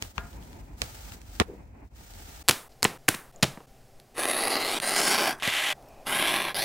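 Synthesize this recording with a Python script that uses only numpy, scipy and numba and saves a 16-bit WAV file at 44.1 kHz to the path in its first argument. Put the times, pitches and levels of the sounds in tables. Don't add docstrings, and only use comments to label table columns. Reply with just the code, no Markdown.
import sys
import numpy as np
from scipy import signal
from scipy.fft import rfft, irfft, next_fast_len
from scipy.io import wavfile
from numba import njit

SR = 44100
rng = np.random.default_rng(int(sys.argv[2]) if len(sys.argv) > 2 else 0)


def log_audio(samples):
    frames = np.atleast_2d(samples).T
    limited = np.clip(frames, -1, 1)
    pcm = np.round(limited * 32767).astype(np.int16)
    wavfile.write(sys.argv[1], SR, pcm)


N = 292824
TIME = np.arange(N) / SR
SIZE = next_fast_len(N + SR)
HZ = np.maximum(np.arange(SIZE // 2 + 1) * SR / SIZE, 1)


STROKES = [(4.144, 4.79, -30, 0.044, 0.0037, 0, 1.5), (4.793, 5.361, -32, .035, 0.054, 6.5, 5.5),
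           (5.316, 5.395, -37.5, 0.0011, .003, -7, -2), (6.054, 6.541, -28.5, 0.016, 0.023, -4.5, 4.5),
           (6.542, 6.656, -35, 0.0061, .002, 3, 6)]
# [f/Hz, level/dB]
STROKE_COLOURS = [
    [(59, -44), (100, -12.5), (166, -16.5), (210, 1), (328, 7), (481, 14), (535, 6), (1030, 6.5), (1420, 4),
     (2000, -0.5), (2370, 0.5), (4380, -6.5), (7140, -11.5), (9820, -6), (16000, -19.5)],
    [(59, -76), (100, -25), (215, -6.5), (452, 4.5), (502, 0), (836, 2), (1280, -1.5), (1550, 4),
     (1830, -1.5), (2080, -5.5), (3250, -5), (5080, -4), (7940, -10), (9210, -7), (16000, -22)],
    [(88, -26), (150, -8), (1700, -1), (2600, -24), (9270, -21), (15000, -34)],
    [(59, -25), (100, -19), (260, -4), (343, 0.5), (502, -7.5), (1030, 3.5), (1280, -4), (1580, -6),
     (1830, -6.5), (2130, -2.5), (3540, -6.5), (6990, -21.5), (10700, -8.5), (16000, -31)],
    [(59, -53), (100, -15.5), (801, 1), (1250, -9.5), (1870, -6), (2630, -7), (4670, -6), (7610, -28),
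     (10000, -7.5), (16000, -23.5)],
]
# [t/s, level re the rms of the chance tears/dB]
TEARS = [(4.181, 27.5), (4.1985, 26), (4.221, 18), (4.255, 30.5), (4.3138, 27.5), (4.473, 26.5),
         (4.5556, 28), (4.9635, 25.5), (5.0589, 12), (6.0694, 23.5), (6.176, 4), (6.2256, 27), (6.3413, 26),
         (6.5454, 37)]
WANDER_SHARE, WANDER_DB, WANDER_PER_S = .022, 2.0, 7
SURGE_DB, SURGE_PER_S = -0.6, 14


def awl():
    out = np.zeros(N)
    for row, spectrum in zip(STROKES, STROKE_COLOURS):
        out += gesture(*row) * rms_one(colour(grain(), spectrum))
    out = out * amp(SURGE_DB * drift(SURGE_PER_S))
    return hand_colour(out)


def grain():
    strengths = amp(4.0 * np.minimum(rng.exponential(1, N), 4.0))
    signs = np.where(rng.random(N) < .72, 1, -1)
    tears_per_s = 2500 * amp(2.5 * drift(60))
    tears = rms_one(strengths * signs * (rng.random(N) < tears_per_s / SR))
    for s, db in TEARS:
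        tears[round(s * SR)] += amp(db)
    friction = 0.51 * rng.standard_normal(N)
    return tears + friction


# [low ring f/Hz, level/dB, hollow f/Hz, level/dB, high ring f/Hz, level/dB, first echo off the fingers t/ms]
GLIDES = [
    [(2770, 0.5, 7100, -0.5, 10000, 11, 0.472), (4750, 8, 7600, -6.5, 10300, 13.5, 0.454),
     (3570, 13, 9000, 3.5, 11200, -3, 0.383)],
    [(4340, -1, 6200, -8, 9400, 10, 0.467), (4804, -0.5, 7400, -4.5, 9900, 5, 0.39),
     (4200, -1.5, 7460, -9, 14000, -5, 0.381)],
    [(4200, -6, 7300, -5, 11800, -8, 0.357)] * 3,
    [(2560, 1, 2900, -3, 9500, 1.5, 0.606), (3130, 6, 7300, -1.5, 11600, 0, 0.517),
     (2740, 2.5, 8100, -10, 12400, -6, 0.513)],
    [(4660, 3.5, 9000, 1.5, 9900, 5, 0.606), (4600, 3.5, 7300, -1, 10500, 1.5, .52),
     (4500, -4, 6840, 5, 10500, -2, .45)],
]


def glides():
    times = np.sort([np.linspace(start, end, 3) for start, end, *_ in STROKES], axis=None)
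    return in_time(np.column_stack([times, np.vstack(GLIDES)]))


def hand_colour(x):
    low_hz, low_db, hollow_hz, hollow_db, high_hz, high_db, echo_ms = glides()
    low_db, hollow_db, high_db = (db + WANDER_DB * drift(WANDER_PER_S) for db in (low_db, hollow_db, high_db))
    echo_ms = echo_ms * (1 + WANDER_SHARE * drift(WANDER_PER_S))
    for longer, share in ((1, .3), (2.3, .26), (3.4, .24)):
        echo = np.interp(TIME - longer * echo_ms / 1000, TIME, x)
        x = x + share * echo
    x = gliding_bell(x, low_hz, amp(low_db), 3.7, SR)
    x = gliding_bell(x, hollow_hz, amp(hollow_db), 1.6, SR)
    return gliding_bell(x, high_hz, amp(high_db), 4.4, SR)


@njit
def gliding_bell(x, hz, gain, sharpness, rate):
    y = np.zeros_like(x)
    for i in range(2, len(x)):
        w, root = 2 * np.pi * hz[i] / rate, np.sqrt(gain[i])
        a, c = np.sin(w) / (2 * sharpness), -2 * np.cos(w)
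        fed = (1 + a * root) * x[i] + c * x[i - 1] + (1 - a * root) * x[i - 2]
        y[i] = (fed - c * y[i - 1] - (1 - a / root) * y[i - 2]) / (1 + a / root)
    return y


# [t/s, level before the band offsets/dB, crack re level/dB]
SLAPS = [(2.4805, -19, 7), (2.4857, 0, 10.5), (2.4919, 1, -2), (2.4953, -3, 9), (2.5103, -7.5, 3),
         (2.8242, -31.5, 2), (2.8293, -7, 5), (2.843, -12.5, 18), (2.8506, -7.5, -23.5),
         (2.8565, -18, -3.5), (3.081, -24, 18.5), (3.084, -7, -10.5), (3.0866, -10, 14),
         (3.0886, -1.5, 9.5), (3.093, -24, 4.5), (3.1429, -24, -11.5), (3.1468, -20.5, 4),
         (3.4262, -13.5, 1), (3.4293, -5, -2.5), (3.4303, -16.5, -5.5), (3.4325, -9.5, -5),
         (3.436, -13, -7.5), (3.438, -16.5, -3), (3.4413, -21, -3), (3.442, -15.5, -5.5)]
THUD_DB = [-13.5, -8.5, -9, -6]
THUD_PER_CRACK = -.3
REBOUND_DB, REBOUND_MS = -12, 5.5


def strips():
    s, db, crack_db = np.transpose(SLAPS)
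    strip = np.cumsum(np.diff(s, prepend=s[0]) > .1)
    thud_db = np.take(THUD_DB, strip) + THUD_PER_CRACK * crack_db
    rows = np.transpose([s, db, thud_db, crack_db])
    later, spread = rng.random((len(rows), 2)).T
    delay = np.outer(later, [REBOUND_MS / 1000, 0, 0, 0])
    loss = np.outer(.5 + spread, [0, REBOUND_DB, 0, 0])
    return [*rows, *(rows + delay + loss)]


# [t/s, level before the band offsets/dB, thud re level/dB, crack re level/dB]
TICKS = [(3.574, -48, 17, -15), (3.604, -52, 12, -15), (3.9997, -43.5, -11, 9.5), (4.8007, -21, -9, 5),
         (5.424, -19, -8.5, -7), (5.476, -16.5, -7, -1), (5.826, -51, 6, 8), (5.887, -55, 7, 2),
         (5.925, -52, 2, 0)]


def slaps_and_ticks():
    return blows(strips() + TICKS, burst_ms=1.0, thud_ms=4.8, near_db=5.0, dull_db=9.0)


# [t/s, level/dB]
THUMPS = [(3.086, -25), (3.428, -17)]
# [f/Hz, level/dB, t60/s]
TABLE = [(151, -3, .04), (228, -2, .04)]


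def thumps():
    clicks = np.zeros(N)
    for s, db in THUMPS:
        clicks[round(s * SR)] = amp(db)
    return modes(clicks, TABLE)


SLIDE = [(5.397, 5.423, -44, .002, 0.0016, -1, 0.16), (5.421, 5.734, -28.5, 0.0092, 0.0063, 0.69, 0.72)]
# [f/Hz, level/dB]
SLIDE_COLOUR = [(59, -46), (100, -50), (181, -22.5), (244, -11), (492, -8), (608, -1.5), (1030, 1),
                (1250, -2.5), (1870, 5.5), (3190, 4.5), (5190, -10.5), (11200, -10.5), (16000, -27)]


def slide():
    rub = rms_one(colour(rng.standard_normal(N), SLIDE_COLOUR))
    return sum(gesture(*row) for row in SLIDE) * amp(1.33 * drift(96)) * rub


# [f/Hz, ring level re a unit click/dB, t60/s]
MAT = [(410, -50, .05), (555, -48, .06), (835, -48, .05), (1030, -49, .05), (1350, -50, .05),
       (1560, -50, .05), (1700, -49, .05), (1920, -47, .05), (2115, -49, .04)]


def scrapes():
    scrape = awl() + slide()
    return scrape + modes(scrape, MAT)


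# [t/s, level before the band offsets/dB, thud re level/dB, crack re level/dB, left-right/dB]
SNAPS = [(0.0238, -16, -17, -1, -4), (0.1805, -18, -12, -26, 9), (0.3308, -42, -4, -6, -4),
         (0.4262, -43, -6, -8, 2), (0.5305, -41, -5, -4, -2), (0.8183, -10, -15, -1, -5),
         (1.1207, -32, -9, -5, 3), (1.2163, -37, -10, 0, -3), (1.3526, -37, -11, 2, 2),
         (1.3998, -6, -14, -5, -9), (2.1368, -40, -6, 1, -2)]


def snaps():
    rows = np.array(SNAPS)
    ports = []
    for side in (.5, -.5):
        port_rows = rows + np.outer(rows[:, 4], [0, side, 0, 0, 0])
        ports.append(blows(port_rows, burst_ms=1.0, thud_ms=4.8, near_db=2.0, dull_db=37.0))
    ports[0] = np.roll(ports[0], 6)
    return np.array(ports)


# [t/s, level of the scuff/dB, dying time/s]
KNOCK = (.1808, -62.5, 0.043)
# [f/Hz, level/dB, t60/s]
CASE = [(700, -9, .09), (1050, -9, .06), (1250, -3, .08), (1410, -1, .08), (1620, -5, .05)]


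def case_ring():
    start, db, dying_s = KNOCK
    scuff = amp(db) * (TIME > start) * np.exp(-np.abs(TIME - start) / dying_s) * rng.standard_normal(N)
    return sum(amp(mode_db) * ring(scuff, hz, t60) for hz, mode_db, t60 in CASE)


PALM = (1.3985, 1.4255, -19, .002, .003, -3, 2)
# [f/Hz, level/dB]
PALM_COLOUR = [(29, -27), (50, 5), (222, 2), (784, -6), (1300, -11.5), (2050, -13), (2300, -19),
               (2520, -17.5), (12000, -48), (15600, -72), (22000, -120)]
SETTLE = (1.478, 1.59, -39, .012, .03, -14, 0)


def palm():
    scuffle = gesture(*PALM) * wide_noise(PALM_COLOUR)
    hollow = rms_one(ring(rng.standard_normal(N), hz=422, t60=0.029))
    return scuffle + gesture(*SETTLE) * hollow


RUBS = [(0.001, 0.15, -38.5, 0.023, 0.036, -18, -2), (0.132, 0.69, -55, 0.027, 0.079, -5.5, 1.5),
        (0.603, 0.826, -67.5, 0.062, .01, 4, -3), (0.768, 1.216, -40, 0.069, 0.074, -3, -7),
        (1.192, 1.432, -61, .02, 0.065, 20.5, -2.5), (1.45, 1.724, -62.5, 0.0088, 0.3, -31, 19),
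        (1.93, 2.437, -55.5, 0.03, 0.011, 7, 1.5)]
# [f/Hz, level/dB]
SKIN = [(530, 2), (900, 7.5), (1040, -10), (1200, 2.5), (2480, -1.5), (5980, -2), (7770, -2), (11500, -10),
        (14400, -4), (15500, -2.5)]
STILL_SKIN_DB = -69.5


def skin():
    level = amp(STILL_SKIN_DB) + sum(gesture(*row) for row in RUBS)
    return level * amp(1.56 * drift(41)) * wide_noise(SKIN)


# [f/Hz, level/dB]
HANDLING = [(71, -13), (120, -2.5), (135, -1), (248, 0), (485, -11.5), (797, -9.5), (1000, -11.5),
            (1140, -21), (2500, -21.5), (3250, -41), (5500, -120)]
HANDLING_DB, HANDLING_SAG_DB_PER_S = -52.5, -1.5


def handling():
    db = HANDLING_DB + HANDLING_SAG_DB_PER_S * TIME
    return amp(db + 3.9 * drift(6.1)) * wide_noise(HANDLING)


# [f/Hz, level/dB]
RUMBLE = [(12, -79), (20, -62), (31, -45), (43, 15), (75, 9.5), (104, 5), (139, -9), (160, -6.5),
          (210, -43), (350, -120)]
RUMBLE_DB, RUMBLE_SAG_DB_PER_S = -43.5, -2.0
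# [t/s, depth/dB]
LULLS = [(.13, -20), (.3, -11), (.69, -11), (.79, -6), (.99, -3), (1.2, -8), (1.46, -3), (1.54, -13),
         (1.78, -13), (1.9, -7), (2.08, -2)]
LULL_HALF_S = 0.043
JOLT_DB, JOLT_S = -24, 0.016


def rumble():
    db = RUMBLE_DB + RUMBLE_SAG_DB_PER_S * TIME
    db += sum(depth * np.maximum(1 - np.abs(TIME - s) / LULL_HALF_S, 0) for s, depth in LULLS)
    jolts = np.zeros(N)
    for s, peak, *_ in SNAPS:
        jolts += amp(peak + JOLT_DB) * (TIME > s) * np.exp(-np.abs(TIME - s) / JOLT_S)
    return (amp(db) + jolts) * wide_noise(RUMBLE)


# [t/s, f/Hz, level/dB, t60/s]
PINGS = [(3.361, 6960, -39.5, 0.013), (3.411, 7050, -52, 0.0088), (5.887, 13700, -48, 0.011),
         (5.887, 5500, -54, .012)]


def pings():
    out = np.zeros(N)
    for s, hz, db, t60 in PINGS:
        click = 1. * (np.arange(N) == round(s * SR))
        out += amp(db) * ring(click, hz, t60)
    return out


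# [f/Hz, width f/Hz, then gesture]
NARROW_BANDS = [(4700, 1200, 2.7, 2.76, -60.5, 0.022, 0.042, 0.0055, 2),
                (2500, 180, 5.79, 6.05, -67.5, 0.09, 0.011, 0, 0),
                (700, 200, 5.74, 6.6, -53, 0.014, 0.0059, 0, 0.42),
                (620, 250, 3.33, 3.42, -54.5, 0.015, 0.018, 0, 0.54)]


def narrow_bands():
    return sum(gesture(*row) * resonant_noise(hz, width) for hz, width, *row in NARROW_BANDS)


# [f/Hz, width f/Hz, level/dB]
HUM = [(130, 12, -62), (780, 14, -68), (680, 200, -64)]


def hum():
    return sum(amp(db) * resonant_noise(hz, width) for hz, width, db in HUM)


# [f/Hz, level/dB]
AIR = [(12, 11), (20, 4), (55, -0.5), (134, -28), (193, -7.5), (270, -6), (293, -17), (388, -5.5),
       (660, -14), (897, -31.5), (1030, -19.5), (1860, -21.5), (2460, -22.5), (3740, -25.5), (4940, -24.5),
       (16000, -30.5)]
# [t/s, level/dB]
AIR_LEVEL = [(2.44, -55), (3.67, -54), (4.1, -56), (5.74, -54.5), (6.05, -54)]


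def air():
    return amp(in_time(AIR_LEVEL)[0]) * rms_one(colour(rng.standard_normal(N), AIR))


THUD_HZ, BODY_HZ, CRACK_HZ = (90, 700), (600, 6500), (5500, 11000)


def blows(rows, burst_ms, thud_ms, near_db, dull_db):
    out, t = np.zeros(N), np.arange(1500) / SR
    for (s, db, thud_db, crack_db, *_), noise in zip(rows, rng.standard_normal((len(rows), 1500))):
        at = round(s * SR)
        body_hz = BODY_HZ[0], BODY_HZ[1] * np.clip(amp(crack_db + 2), .3, 1)
        parts = [(THUD_HZ, thud_db, thud_ms), (body_hz, near_db, burst_ms), (CRACK_HZ, crack_db - dull_db, burst_ms)]
        for hz, level_db, ms in parts:
            band = signal.butter(2, hz, "band", fs=SR, output="sos")
            burst = (noise + 2.5 * (t == 0)) * np.exp(-1000 * t / ms)
            part = signal.sosfilt(band, burst)
            out[at:at + 1500] += amp(db + level_db) * part / np.abs(part).max()
    return out


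RAMP_DB = 25


def gesture(start, end, db, rise_s, fall_s, change_db, arch_db):
    along = np.clip((TIME - start) / (end - start), 0, 1)
    rise = np.clip(1 - (TIME - start) / abs(rise_s), 0, 1)
    fall = np.clip(1 - (end - TIME) / abs(fall_s), 0, 1)
    hold_db = db + change_db * along + arch_db * 4 * along * (1 - along)
    return amp(hold_db - RAMP_DB * (rise + fall)) * (TIME > start) * (TIME < end)


def ring(x, hz, t60):
    r, w = amp(-60 / (t60 * SR)), 2 * np.pi * hz / SR
    return signal.lfilter([0, np.sin(w)], [1, -2 * r * np.cos(w), r * r], x + 1e-18)


def modes(x, table):
    return sum((-1) ** k * amp(db) * ring(x, hz, t60) for k, (hz, db, t60) in enumerate(table))


def resonant_noise(hz, width):
    return rms_one(ring(rng.standard_normal(N), hz, 2.2 / width))


# [f/Hz, left-right likeness]
DESK_LIKENESS = [(60, 0.9), (180, 0.99), (550, 0.4), (1650, -0.91), (4970, 0.22), (15000, -1.57)]


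def wide_noise(spectrum):
    alike = np.clip(at_hz(DESK_LIKENESS), 0, 1)
    mid, side = rfft(colour(rng.standard_normal((2, N)), spectrum), SIZE)
    ports = np.sqrt(1 + alike) * mid + np.sqrt(1 - alike) * side * [[1], [-1]]
    return rms_one(irfft(ports, SIZE)[:, :N])


def colour(x, spectrum):
    fold = irfft(np.log(amp(at_hz(spectrum))), SIZE)
    fold[1:SIZE // 2] *= 2
    fold[SIZE // 2 + 1:] = 0
    return irfft(rfft(x, SIZE) * np.exp(rfft(fold)), SIZE)[..., :N]


def drift(rate):
    r = np.exp(-2 * np.pi * rate / SR)
    return rms_one(signal.lfilter([1], [1, -2 * r, r * r], rng.standard_normal(N + SR))[SR:])


def amp(db):
    return 10 ** (np.asarray(db) / 20)


def rms_one(x):
    return x / np.sqrt(np.mean(x ** 2) + 1e-20)


def in_time(rows):
    s, *columns = np.transpose(rows)
    return [np.interp(TIME, s, c) for c in columns]


def at_hz(points):
    hz, values = np.array(points).T
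    return np.interp(np.log(HZ), np.log(hz), values)


# [t/s, half length of the dip t/s, depth/dB]
JOINS = [(1.897, 0.02, -9.5), (2.433, 0.0067, -22), (2.687, 0.0065, -18), (2.98, 0.0037, -30),
         (3.32, 0.0052, -18), (3.664, .008, -15)]
# [f/Hz, t60/s]
ROOM_T60 = [(100, 0.42), (260, 0.42), (700, 0.76), (1840, 0.39), (4850, 0.34), (12800, 0.55)]


def room(x, wet_db, shorter):
    points, out = np.array(ROOM_T60), x.copy()
    edges = [0] + [round(s * SR) for s, *_ in JOINS] + [N]
    white = rng.standard_normal((2, *x.shape))
    for k, hz in enumerate(88 * 2 ** np.arange(0, 7.4, .5)):
        band = signal.butter(2, [hz, 2 ** .5 * hz], "band", fs=SR, output="sos")
        t60 = shorter * np.interp(np.log(hz), np.log(points[:, 0]), points[:, 1])
        keep = amp(-120 / SR / t60)
        power = signal.sosfilt(band, x + 1e-12) ** 2
        shots = [signal.lfilter([1 - keep], [1, -keep], power[:, a:b]) for a, b in zip(edges, edges[1:])]
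        out += amp(wet_db) * np.sqrt(np.hstack(shots)) * rms_one(signal.sosfilt(band, white[k % 2]))
    return out


DESK_END_S = 2.432


def desk():
    struck = room(snaps() + case_ring(), wet_db=-13.0, shorter=0.25)
    return (skin() + handling() + rumble() + palm() + struck) * (TIME < DESK_END_S)


# [f/Hz, side re mid/dB]
WORKSHOP_SIDE = [(60, -17), (180, -20.5), (550, -46), (1650, -24), (4970, -46), (15000, -30)]


def workshop():
    struck = room(slaps_and_ticks()[None], wet_db=-13.5, shorter=0.8)[0]
    mid = struck + scrapes() + thumps() + pings() + narrow_bands() + hum() + air()
    side = colour(np.roll(mid, 40), WORKSHOP_SIDE)
    return np.array([mid + side, mid - side]) * (TIME >= DESK_END_S)


def scene():
    dip_db = sum(db * np.maximum(1 - np.abs(TIME - s) / half, 0) for s, half, db in JOINS)
    return (desk() + workshop()) * amp(dip_db)


CUTOFF_HZ = 15800


def record(dry):
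    rounded = .85 * np.tanh(dry / .85)
    return signal.sosfilt(signal.ellip(12, .5, 70, CUTOFF_HZ, fs=SR, output="sos"), rounded)


dry = scene()
out = record(dry)
log_audio(out)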